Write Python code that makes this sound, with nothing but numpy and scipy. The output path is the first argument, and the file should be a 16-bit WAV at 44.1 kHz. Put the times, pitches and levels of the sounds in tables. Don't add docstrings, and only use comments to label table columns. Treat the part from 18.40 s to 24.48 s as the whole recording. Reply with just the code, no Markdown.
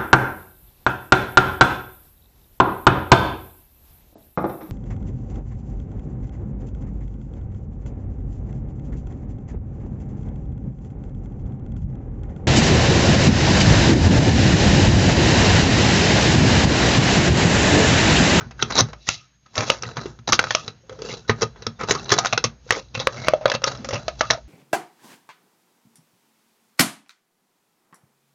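import sys
import numpy as np
from scipy import signal
from scipy.fft import rfft, irfft, next_fast_len
from scipy.io import wavfile
from scipy.ndimage import uniform_filter1d

SR = 44100
rng = np.random.default_rng(int(sys.argv[2]) if len(sys.argv) > 2 else 0)


def master_out(mix):
    frames = np.transpose(np.atleast_2d(mix))
    ceiling = np.clip(frames, -1, 1)
    pcm = np.round(ceiling * 32767).astype(np.int16)
    wavfile.write(sys.argv[1], SR, pcm)


def field_ratio(decibels):
    return 10 ** (np.asarray(decibels, dtype=float) / 20)


N = 268116

# (time [s], crack [dB], buckle [dB], panel [Hz], panel [dB])
POPS = [(0.225, 3.5, -20, 1370, -7.5), (0.6883, 9, -37.5, 1380, -6), (1.2065, -9.5, -24, 2390, -15),
        (1.3002, 4, -13, 1240, -3), (1.993, -2, -23, 1554, -2.5), (2.0398, -14, -34, 1480, -10.5),
        (2.1068, -3, -44, 1820, -7), (2.1494, 7, -16.5, 1220, -6.5), (3.266, -9, -23.5, 1310, -15),
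        (3.509, -3, -14.5, 1120, -8), (3.7184, -2.5, -35, 1760, -5.5), (3.8575, -4, -23, 1440, -9),
        (3.931, -5, -15, 1240, -8.5), (3.9762, 0, -20.5, 1450, -7.5), (4.041, -2.5, -19.5, 1130, -8),
        (4.3065, -1, -40, 1892, -2.5), (4.6701, -11.5, -16, 1130, -9.5), (4.8839, -8, -11.5, 1173, -8),
        (4.9354, -20, -4, 1280, -14), (5.0561, -13.5, -5.5, 1240, -5.5), (5.0986, -10.5, -29, 980, -15.5),
        (5.117, -7, -21, 1710, -9.5), (5.2399, -0.5, -20.5, 1380, -14), (5.8091, -1.5, -11.5, 1276, -6.5)]
POP_T60_MS, SHORTER_MS_PER_DB = 30.7, 2.13
# (time [s], crack [dB], buckle [dB], panel [Hz], panel [dB])
CRUMPLES = [(0.1093, -32.5, -57, 1230, -30), (0.322, -16.5, -55, 1400, -22.5),
            (1.5688, -17.5, -30.5, 1080, -13.5), (1.6564, -27.5, -22, 912, -27.5),
            (2.6942, -27, -26, 2150, -34), (2.8948, -10.5, -10, 1840, -3.5),
            (3.0307, -31.5, -14, 1370, -30), (3.159, -61, -68, 961, -36.5), (3.2218, -27, -36, 1350, -33),
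            (3.4103, -27, -38.5, 1280, -16.5), (3.6927, -11.5, -43, 1110, -24.5),
            (3.7228, -3, -12, 1220, -34.5), (3.8681, -10.5, -37, 1250, -29),
            (4.0447, -5.5, -32, 1170, -19.5), (4.3222, -9, -21, 1160, -16),
            (4.5499, -16.5, -30.5, 1070, -23), (4.5993, -13, -22.5, 1050, -20),
            (5.0777, -20.5, -37, 1360, -18.5), (5.4454, -20, -29.5, 1230, -22),
            (5.5076, -21.5, -24, 2100, -24.5), (5.9027, -9, -38.5, 1830, -4.5)]
CRUMPLE_T60_MS = 65.7
# (time [s], crack [dB], buckle [dB], panel [dB])
CLICKS = [(.0094, -33, -36, -24.5), (.5314, -27.5, -44, -24), (1.1545, -14, -39, -34),
          (1.1787, -8, -19.5, -12.5), (1.422, -27, -53, -31), (1.433, -18, -39, -19.5),
          (1.489, -29, -40, -27.5), (2.069, -29.5, -45, -20), (2.2798, -19.5, -32.5, -23),
          (2.4949, -33, -34, -29), (2.6195, -21.5, -24.5, -34), (2.738, -21, -28.5, -57),
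          (3.02, -32, -16, -16), (3.4355, -19, -26, -26), (3.485, -26, -30, -29), (3.5509, -13, -24, -21),
          (3.703, -8, -30, -13), (3.778, -14, -39, -38), (3.787, -0.5, -15.5, -36), (3.8362, -39, -27, -28),
          (3.8478, -14, -24.5, -15), (3.926, -9, -23, -14), (4.5752, -22, -32, -28),
          (5.1493, -8.5, -18, -17.5), (5.2736, -26, -19, -23), (5.317, -24, -33, -37.5),
          (5.488, -17, -24, -22.5), (5.5333, -16, -17, -33), (5.681, -13, -15.5, -13.5),
          (5.906, 1, -17, -35)]
CLICK_T60_MS, PANEL_HZ = 43, 1280
# (time [s], crack [dB], buckle [dB])
TICKS = [(1.062, -40.5, -79), (1.789, -36.5, -49), (2.5257, -35.5, -37.5), (2.5899, -35.5, -39),
         (2.6482, -31, -27.5), (3.6588, -28, -46), (4.2642, -51.5, -40.5), (4.7433, -30.5, -39),
         (4.8354, -35, -34), (5.0115, -48, -42), (5.2186, -28.5, -30), (5.3507, -27.5, -56)]
TICK_T60_MS, TICK_PANEL_DB = 44, -2
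# (time [s], peak [dB], colour [Hz])
EDGES = [(0.2251, 4.5, 3400), (0.6894, 2.5, 1372), (1.1795, 1, 3900), (1.3016, 0.0, 1620),
         (1.4243, -9, 5770), (1.4333, -10.5, 1390), (1.88, -13.5, 1400), (1.9228, 4.5, 5740),
         (1.9304, 2.5, 1440), (1.9921, 4.5, 1400), (2.1074, -7.5, 3080), (2.1495, 1, 2900),
         (2.2791, -12, 3940), (2.6197, -17, 4700), (3.0199, -2, 5700), (3.2681, -7, 5230),
         (3.4872, -5, 1120), (3.5096, 5.5, 1910), (3.694, -16, 3940), (3.7041, -11, 3980),
         (3.7858, -2.5, 1270), (3.8479, -7, 1340), (3.8583, -8.0, 1420), (3.9318, -10, 5930),
         (3.9772, -1.5, 5530), (4.0404, 0.5, 6000), (4.3069, 7.5, 1874), (4.3235, -15, 2300),
         (4.5513, -12.5, 4000), (4.599, -10, 3880), (4.6719, 1.5, 1150), (4.8839, 0.5, 1130),
         (5.0998, -6, 4770), (5.1191, -14, 1700), (5.1501, -16, 3940), (5.2415, 4, 5580),
         (5.6811, -9.5, 4000), (5.8087, 1, 1790), (5.9037, 1, 1690), (5.9085, 4.5, 3980)]
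EDGE_T60_S, EDGE_DB = 0.0054, -4.5
# (time [s], peak [dB], colour [Hz])
FLECKS = [(0.2005, -19, 1870), (0.3092, -16, 1310), (0.3768, -3, 3940), (0.3889, 0.5, 5470),
          (0.4071, 0.5, 6170), (0.6784, -19.5, 3790), (1.1417, -41.5, 4960), (1.1887, -12.5, 4600),
          (1.2266, -32, 1140), (1.2977, -12, 1110), (1.3853, -33, 5510), (1.4537, -21, 1910),
          (1.5137, -32.0, 2650), (1.56, -30.5, 1400), (1.5925, -17, 1220), (2.2467, -29, 4000),
          (2.3045, -34.5, 4010), (2.469, -50.0, 6460), (2.5533, -36.5, 1114), (2.6533, -26, 4600),
          (2.7165, -21, 4050), (2.7481, -25, 4030), (3.4019, -22.5, 2280), (3.4179, -28, 1170),
          (3.5195, -20, 1360), (3.5895, -23, 4050), (3.6438, -26, 6010), (3.659, -24, 4030),
          (3.6826, -31, 1150), (3.7152, -11, 3900), (3.7264, -1.0, 1160), (3.7433, -22, 5360),
          (3.7922, -20, 3970), (3.8373, -24, 1580), (3.8684, -10, 3730), (4.2908, -26.5, 1494),
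          (4.3507, -15, 2150), (4.486, -47, 4010), (4.5449, -24.5, 3870), (4.6903, -22, 1120),
          (4.7647, -28.5, 1160), (5.0277, -35.0, 1290), (5.0611, -10, 1250), (5.0806, -18, 2390),
          (5.2796, -10, 1400), (5.3739, -28, 5340), (5.5093, -16, 1970), (5.5448, -23, 5540),
          (5.5568, -35, 1790)]
FLECK_T60_S, FLECK_DB = 0.012, -5
# (time [s], level [dB])
JOLTS = [
    (.6893, 8),
    (1.3014, 5),
    (1.9305, 5),
    (1.9338, 5),
    (1.9918, 5),
    (2.1499, 4),
    (4.6721, 6),
    (4.8842, 6),
]
JOLT_HZ, JOLT_T60_S = 2600, 0.002
# (start [s], end [s], start level [dB], end level [dB], low share [dB])
TEARS = [(0.17, 0.221, -52, -29.5, -2), (0.298, 0.328, -23.5, -36.5, 3), (0.337, 0.369, -36, -15.5, 2),
         (0.375, 0.408, -10.5, -9, -2.5), (0.667, 0.684, -30, -23.5, -11.5),
         (0.689, 0.759, -27, -39, -16.5), (1.13, 1.152, -48, -44, 0), (1.242, 1.29, -35.5, -35, -0.5),
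         (1.288, 1.298, -28, -21, -0.5), (1.556, 1.567, -33, -41, 0), (4.27, 4.302, -50, -37.5, -2),
         (4.538, 4.549, -42, -28.5, 1.5), (1.159, 1.239, -29, -28.5, 4), (1.306, 1.393, -26, -47, -1),
         (1.874, 1.897, -19, -20, -0.5), (1.922, 1.946, -4, -14.5, -9.5), (2.876, 2.889, -39, -25.5, 1),
         (2.708, 2.76, -28.5, -65.5, -1), (3.009, 3.032, -20.5, -16.5, -0.5), (3.387, 3.444, -40.5, -35, 7),
         (3.485, 3.561, -16.5, -39.5, 1.5), (3.714, 3.739, -8.5, -19, -2), (3.784, 3.79, -1.5, -45, 2),
         (4.338, 4.396, -28, -37, 0.5), (4.588, 4.637, -33.5, -49.5, 7.5), (5.136, 5.149, -12, -45.5, 3),
         (5.258, 5.281, -29, -14.5, -2), (5.526, 5.578, -20, -46, 1), (5.789, 5.796, -34, -29, -6),
         (5.928, 5.94, -24.5, -38, -8)]
# (start [s], end [s], mode [Hz], level [dB])
SINGS = [(.010, 0.055, 1500, -45.5), (0.192, .218, 1520, -35), (1.46, 1.482, 3990, -47),
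         (1.873, 1.896, 4030, -40), (1.922, 1.947, 1240, -18.5), (2.156, 2.211, 1240, -35.5),
         (2.278, 2.284, 3940, -37), (3.558, 3.559, 1256, -27.5), (2.43, 2.487, 518, -62),
         (2.506, 2.576, 530, -43.5), (2.418, 2.44, 5600, -72), (2.704, 2.738, 2150, -42),
         (2.683, 2.744, 2810, -45.5), (2.847, 2.861, 1480, -56), (0.667, .68, 1930, -39),
         (.7, 0.859, 1275, -58), (.93, .97, 1720, -72.5), (1.058, 1.067, 1225, -58),
         (1.587, 1.644, 4130, -60), (3.36, 3.388, 3600, -67), (3.55, 3.585, 1130, -34),
         (3.584, 3.594, 3950, -45), (3.655, 3.657, 4050, -40), (3.685, 3.717, 4030, -44),
         (4.485, 4.488, 4100, -59), (5.027, 5.036, 2150, -63), (5.072, 5.15, 613, -32.5),
         (5.38, 5.524, 233, -41.5), (5.53, 5.586, 591, -29.5), (2.584, 2.794, 443, -45),
         (4.364, 4.392, 520, -31.5), (4.572, 4.573, 4100, -42), (4.593, 4.63, 3840, -34),
         (4.769, 4.837, 2150, -45), (4.837, 4.935, 2150, -41), (4.972, 4.994, 620, -42),
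         (5.009, 5.056, 614, -34.5), (5.03, 5.05, 1290, -57), (5.146, 5.149, 4050, -30),
         (5.236, 5.259, 1240, -25), (5.264, 5.276, 3960, -34), (5.696, 5.733, 640, -44.5),
         (5.807, 5.863, 1240, -31), (5.913, 5.964, 1280, -38.5), (5.928, 5.953, 654, -29.5),
         (5.974, 5.987, 634, -38.5)]
# (start [s], hold [s], rasp [dB], hollow [dB])
STROKES = [(0, 0.0048, -50, -33), (0.249, 0.23, -51, -37), (0.716, 0.017, -39.5, -50),
           (1.244, 0.06, -42, -39), (1.465, 0.017, -47.5, -35), (1.613, 0.052, -48, -36.5),
           (2.021, 0.013, -39.5, -30.5), (2.129, 0.057, -35.5, -43.5), (2.245, 0.018, -58.5, -39),
           (2.516, 0.056, -60.5, -50.5), (2.678, 0.063, -41.5, -36), (2.97, .08, -52.5, -40),
           (3.202, 0.1, -61.5, -46), (3.484, 0.13, -45, -35.5), (3.76, 0.015, -37, -22),
           (3.852, 0.068, -44.5, -38.5), (4.019, 0.071, -59, -44.5), (4.32, 0.072, -48, -46),
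           (4.624, 0.18, -49, -40), (4.799, 0.099, -43, -32.5), (5.006, 0.45, -69, -50.5),
           (5.307, 0.017, -43.5, -31), (5.448, 0.23, -51, -44), (5.562, 0.035, -48.5, -35.5),
           (5.684, 0.054, -53, -56), (5.841, 0.061, -44.5, -39), (5.933, 0.029, -54.5, -49)]
PRESS_DB_PER_S, LIFT_DB_PER_S, REST_DB = 191, 187.5, -87.5
# (time [s], pitch [Hz])
WALL = [(.4, 394.4), (.69, 718), (1.25, 593), (1.65, 383.5), (1.88, 325), (2.15, 641), (2.28, 433),
        (3.27, 446.4), (3.765, 379.4), (3.79, 757), (3.93, 701), (3.98, 455.4), (4.3, 488), (4.6, 523),
        (4.88, 620.6), (5.15, 558), (5.5, 551), (5.68, 646)]
# (centre [Hz], width [Hz], level [dB])
SHELL = [(1240, 23, 1.5), (2150, 56, -8.5), (2670, 140, 1), (3425, 79, -0.5), (3940, 140, 5),
         (4500, 190, -11.5), (5480, 330, -12.5), (6060, 44, -25), (7380, 430, 3.5)]
# (time [s], level [dB])
SWAY = [(0.0, -48.5), (0.29, -48.5), (0.61, -57), (0.85, -72), (1.1, -72.5), (1.35, -56.5), (2.0, -58),
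        (2.32, -69), (2.66, -55), (2.98, -53), (4.52, -56.5), (5.27, -52.5), (5.69, -43.5), (6.08, -51.5)]
# (time [s], peak [dB])
THUMPS = [(0.061, -31.5), (0.225, -22), (0.415, -12), (0.68, -30), (1.18, -17.5), (1.459, -26),
          (1.576, -23.5), (1.788, -35), (1.888, -23.5), (2.276, -30.5), (2.504, -40), (2.893, -13),
          (3.025, -19.5), (3.267, -24), (3.433, -30), (3.493, -20.5), (3.714, -19), (3.928, -24),
          (4.046, -19.5), (4.302, -28), (4.54, -31), (4.57, -22.5), (4.928, -32.5), (5.051, -26),
          (5.14, -24), (5.528, -21), (5.9, -25.5)]
ROOM_T60_S, ROOM_DB = 0.13, -17.5
# (frequency [Hz], density [dB per Hz])
HISS = [(30, -14.5), (140, -3.5), (400, -25.5), (1500, -18.5), (3000, -20.5), (5000, -23.5), (7000, -34.5)]
HISS_DB = -65
WHINE_HZ, WHINE_DB = 6487, -74
SAMPLING_HZ = 16000


def rms_one(x):
    return x / np.sqrt(np.mean(x ** 2) + 1e-20)


def in_time(rows):
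    s, *columns = np.transpose(rows)
    return [np.interp(np.arange(N) / SR, s, c) for c in columns]


def band(x, low_hz, high_hz):
    return signal.sosfilt(signal.butter(2, [low_hz, high_hz], "band", fs=SR, output="sos"), x + 1e-18)


def poles(hz, width_hz):
    r = np.exp(-np.pi * width_hz / SR)
    return (1 - r * r) / 2 * np.array([1, 0, -1]), [1, -2 * r * np.cos(2 * np.pi * hz / SR), r * r]


def resonate(x, hz, width_hz):
    return signal.lfilter(*poles(hz, width_hz), x)


def drift(rate_hz):
    r = np.exp(-64 * np.pi * rate_hz / SR)
    chance = rng.standard_normal(N // 32 + 1002)
    slow = signal.lfilter([1], [1, -2 * r, r * r], chance)[1000:]
    return np.interp(np.arange(N) / 32, np.arange(len(slow)), rms_one(slow))


def add(track, s, sound):
    i = round(s * SR)
    track[i:i + len(sound)] += sound[:N - i]


def struck(hz, t60_s, rise_s):
    t = np.arange(round(1.3 * t60_s * SR)) / SR
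    return np.sin(2 * np.pi * hz * t) * field_ratio(-60 * t / t60_s) * (1 - np.exp(-t / rise_s))


def grit(per_s, spread_db, smooth):
    sizes = field_ratio(spread_db * np.minimum(rng.exponential(1, N), 4)) * rng.choice([-1, 1], N)
    slips = rms_one(sizes * (rng.random(N) < per_s / SR))
    return (slips + smooth * rng.standard_normal(N)) / np.sqrt(1 + smooth ** 2)


def all_snaps():
    pops = [(*row, POP_T60_MS - SHORTER_MS_PER_DB * max(row[1], 0)) for row in POPS]
    crumples = [(*row, CRUMPLE_T60_MS) for row in CRUMPLES]
    clicks = [(s, crack_db, buckle_db, PANEL_HZ, panel_db, CLICK_T60_MS)
              for s, crack_db, buckle_db, panel_db in CLICKS]
    ticks = [(s, crack_db, buckle_db, PANEL_HZ, crack_db + TICK_PANEL_DB, TICK_T60_MS)
             for s, crack_db, buckle_db in TICKS]
    return sorted(pops + crumples + clicks + ticks)


def snaps():
    crack, body, rings = np.zeros(N), np.zeros(N), np.zeros(N)
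    rows = all_snaps()
    noise = rng.standard_normal((len(rows), 2, 4000))
    dents = rng.random((len(rows), 6))
    wall_hz = in_time(WALL)[0]
    t = np.arange(4000) / SR
    for row, (bright, dull), dent in zip(rows, noise, dents):
        s, crack_db, buckle_db, panel_hz, panel_db, t60_ms = row
        t60_s = np.clip(t60_ms, 4, 120) / 1e3
        dying = field_ratio(-60 * t / t60_s) * (1 - np.exp(-t / 0.00064))
        sudden = 1 + 2.23 * field_ratio(-60 * t / 0.0074)
        tinted = bright + 0.73 * resonate(bright, 2400 + 4200 * dent[0], 400)
        add(crack, s, field_ratio(crack_db - 10.5) * dying * sudden * tinted)
        add(body, s, field_ratio(panel_db + 3.5) * dying * dull)
        for hz in 2500 + 700 * (np.arange(6) + dent):
            add(rings, s, field_ratio(crack_db - 30) * struck(hz, 0.24 * t60_s, rise_s=0.0016))
        pop_db = panel_db + 2.0 - 150 * t60_s
        add(rings, s, field_ratio(pop_db) * struck(0.971 * panel_hz, 0.007, rise_s=0.00033))
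        add(rings, s, field_ratio(panel_db - 6.0) * struck(panel_hz, 0.028, rise_s=0.00024))
        add(rings, s, field_ratio(buckle_db + 7.5) * struck(wall_hz[round(s * SR)], 0.032, rise_s=0.0011))
    return band(crack, 1400, 16000) + band(body, 390, 1800), rings


def edges():
    out = np.zeros(N)
    for rows, t60_s, gain_db in [(EDGES, EDGE_T60_S, EDGE_DB), (FLECKS, FLECK_T60_S, FLECK_DB)]:
        for s, db, hz in rows:
            add(out, s, field_ratio(db + gain_db) * struck(hz, t60_s, rise_s=0.0001))
            add(out, s, field_ratio(db + gain_db - 9.5) * struck(0.62 * hz, t60_s, rise_s=0.0006))
            add(out, s, field_ratio(db + gain_db - 5.5) * struck(1.47 * hz, 0.6 * t60_s, rise_s=0.0001))
    return out


def jolts():
    out = np.zeros(N)
    for s, db in JOLTS:
        add(out, s, field_ratio(db) * struck(JOLT_HZ, JOLT_T60_S, rise_s=0.00005))
    return out


def tears():
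    bright, dull = np.zeros(N), np.zeros(N)
    for start, end, start_db, end_db, low_db in TEARS:
        level_db = np.linspace(start_db, end_db, round((end - start) * SR))
        add(bright, start, field_ratio(level_db))
        add(dull, start, field_ratio(level_db + low_db))
    slip_hz = 170 * field_ratio(2.7 * drift(28))
    phase = np.cumsum(slip_hz / SR) % 1
    slips = field_ratio(-9 * phase + 2.5 * drift(120)) * grit(3500, spread_db=3.5, smooth=0.6)
    letting_go = np.exp(-1 / (0.007 * SR))
    bright, dull = signal.lfilter([1 - letting_go], [1, -letting_go], [bright, dull])
    return field_ratio(4.0) * band(bright * slips, 2800, 13000) + field_ratio(11.5) * band(dull * slips, 130, 1600)


def singing():
    out = np.zeros(N)
    friction = field_ratio(drift(60)) * rng.standard_normal(N)
    for start, end, hz, db in SINGS:
        i, length = round(start * SR), round((end - start) * SR)
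        fading = friction[i:i + length] * field_ratio(np.linspace(0, -10.5, length))
        push = np.r_[fading, np.zeros(SR // 20)]
        tone = resonate(push, hz, 40 + 0.02 * hz)
        add(out, start, field_ratio(db) * tone / np.std(tone[:length]))
    return out


def shell(x, lift_db, wander_db):
    out = x
    for hz, width_hz, db in SHELL:
        out = out + field_ratio(db + lift_db + wander_db * drift(10)) * resonate(x + 1e-18, hz, width_hz)
    return out


def hollow(x, width_hz):
    out, state, wall_hz = np.zeros(N), np.zeros(2), in_time(WALL)[0]
    for i in range(0, N, 256):
        out[i:i + 256], state = signal.lfilter(*poles(wall_hz[i], width_hz), x[i:i + 256], zi=state)
    return out


def strokes():
    t = np.arange(N) / SR
    power = field_ratio(2 * REST_DB) * np.ones((2, N))
    for s, hold_s, rasp_db, hollow_db in STROKES:
        press_db = PRESS_DB_PER_S * np.maximum(s - t, 0)
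        lift_db = LIFT_DB_PER_S * np.maximum(t - s - hold_s, 0)
        power = power + field_ratio(2 * np.array([[rasp_db], [hollow_db]])) * field_ratio(-2 * (press_db + lift_db))
    return 10 * np.log10(power)


def rubbing():
    rasp_db, hollow_db = strokes()
    bite = np.clip((rasp_db + 66) / 20, 0.1, 1)
    uneven = field_ratio(bite * (2.2 * drift(25) + 2.6 * drift(90)))
    friction = uneven * grit(1200, spread_db=4.5, smooth=0.8 / bite)
    rasp = rms_one(shell(band(friction, 1700, 9000), lift_db=5, wander_db=4))

    loose_wall = hollow(friction, width_hz=60)
    breath = field_ratio(-6.5) * band(friction, 220, 1300)
    murmur = rms_one(loose_wall + breath + field_ratio(-8) * resonate(friction, 1300, 290))

    table_low = resonate(rng.standard_normal(N), 120, 27)
    table = rms_one(table_low + field_ratio(-13.5) * resonate(friction, 230, 22))
    sway = rms_one(resonate(rng.standard_normal(N), 58, 5.3))
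    pressure_db = -18.0 + 0.62 * uniform_filter1d(hollow_db, size=2000)

    on_wall = field_ratio(rasp_db + 2.2) * rasp + field_ratio(hollow_db - 5.5) * murmur
    return on_wall + field_ratio(pressure_db) * table + field_ratio(in_time(SWAY)[0] + 4.0) * sway


def thumps():
    out = np.zeros(N)
    for (s, db), seat in zip(THUMPS, rng.standard_normal((len(THUMPS), 3))):
        add(out, s, field_ratio(db + 3) * struck(116 + 6 * seat[0], 0.13, rise_s=0.0047))
        add(out, s, field_ratio(db - 6.5 + 1.6 * seat[1]) * struck(150, 0.2, rise_s=0.011))
        add(out, s, field_ratio(db - 10.0 + 3.2 * seat[2]) * struck(228, 0.19, rise_s=0.0038))
    return out


def room(x):
    t = np.arange(SR // 2) / SR
    dense = band(rng.standard_normal(len(t)), 230, 4300)
    tail = dense * field_ratio(-60 * t / ROOM_T60_S) * (1 - np.exp(-t / 0.0011))
    return field_ratio(ROOM_DB) * signal.fftconvolve(x, tail / np.sqrt(np.sum(tail ** 2)))[:N]


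def floor():
    size = next_fast_len(N)
    hz = np.fft.rfftfreq(size, 1 / SR) + 1
    hiss_hz, hiss_db = np.transpose(HISS)
    colour = field_ratio(np.interp(np.log(hz), np.log(hiss_hz), hiss_db))
    tones = rfft(rng.standard_normal(N), size) * colour
    octave = np.clip(np.log2(hz / 400).astype(int), 0, 4)
    patchy = np.zeros(N)
    for k in range(5):
        patchy += field_ratio(2.0 * drift(6)) * irfft(tones * (octave == k), size)[:N]
    top = rms_one(resonate(rng.standard_normal(N), 6550, 200))
    return field_ratio(HISS_DB - 0.9) * rms_one(patchy) + field_ratio(-76) * top


def scene():
    cracks, rings = snaps()
    through_shell = shell(cracks + tears(), lift_db=-7.0, wander_db=10.5)
    blade = through_shell + rings + singing() + edges()
    return (blade + room(blade) + rubbing() + thumps() + floor() + jolts())[None]


def band_limit(x):
    return signal.sosfilt(signal.butter(12, 16000, fs=SR, output="sos"), x)


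def record(dry):
    x = signal.sosfilt(signal.butter(2, 45, "high", fs=SR, output="sos"), dry)
    x = x + field_ratio(-2.0) * resonate(x, 7020, 3200)
    x = np.clip(x, -1.6, 1.6)
    x = signal.sosfilt(signal.cheby2(10, 55, 7900, fs=SR, output="sos"), x)
    x = signal.sosfilt(signal.butter(4, 7300, fs=SR, output="sos"), x)
    t = np.arange(N) / SR
    x = x + field_ratio(WHINE_DB + 3 + 0.5 * drift(3)) * np.sin(2 * np.pi * WHINE_HZ * t)
    image = x * np.cos(2 * np.pi * SAMPLING_HZ * t)
    mirror = band(image, 8500, 10800) + field_ratio(-9) * band(image, 12800, 15300)
    hiss = field_ratio(-89.5) * rng.standard_normal(N)
    x = np.clip(x + field_ratio(-34.5) * mirror + hiss, -1, 1)
    x = signal.sosfilt(signal.cheby2(10, 60, 16500, fs=SR, output="sos"), x)
    return band_limit(x)


dry = scene()
out = record(dry)
master_out(out)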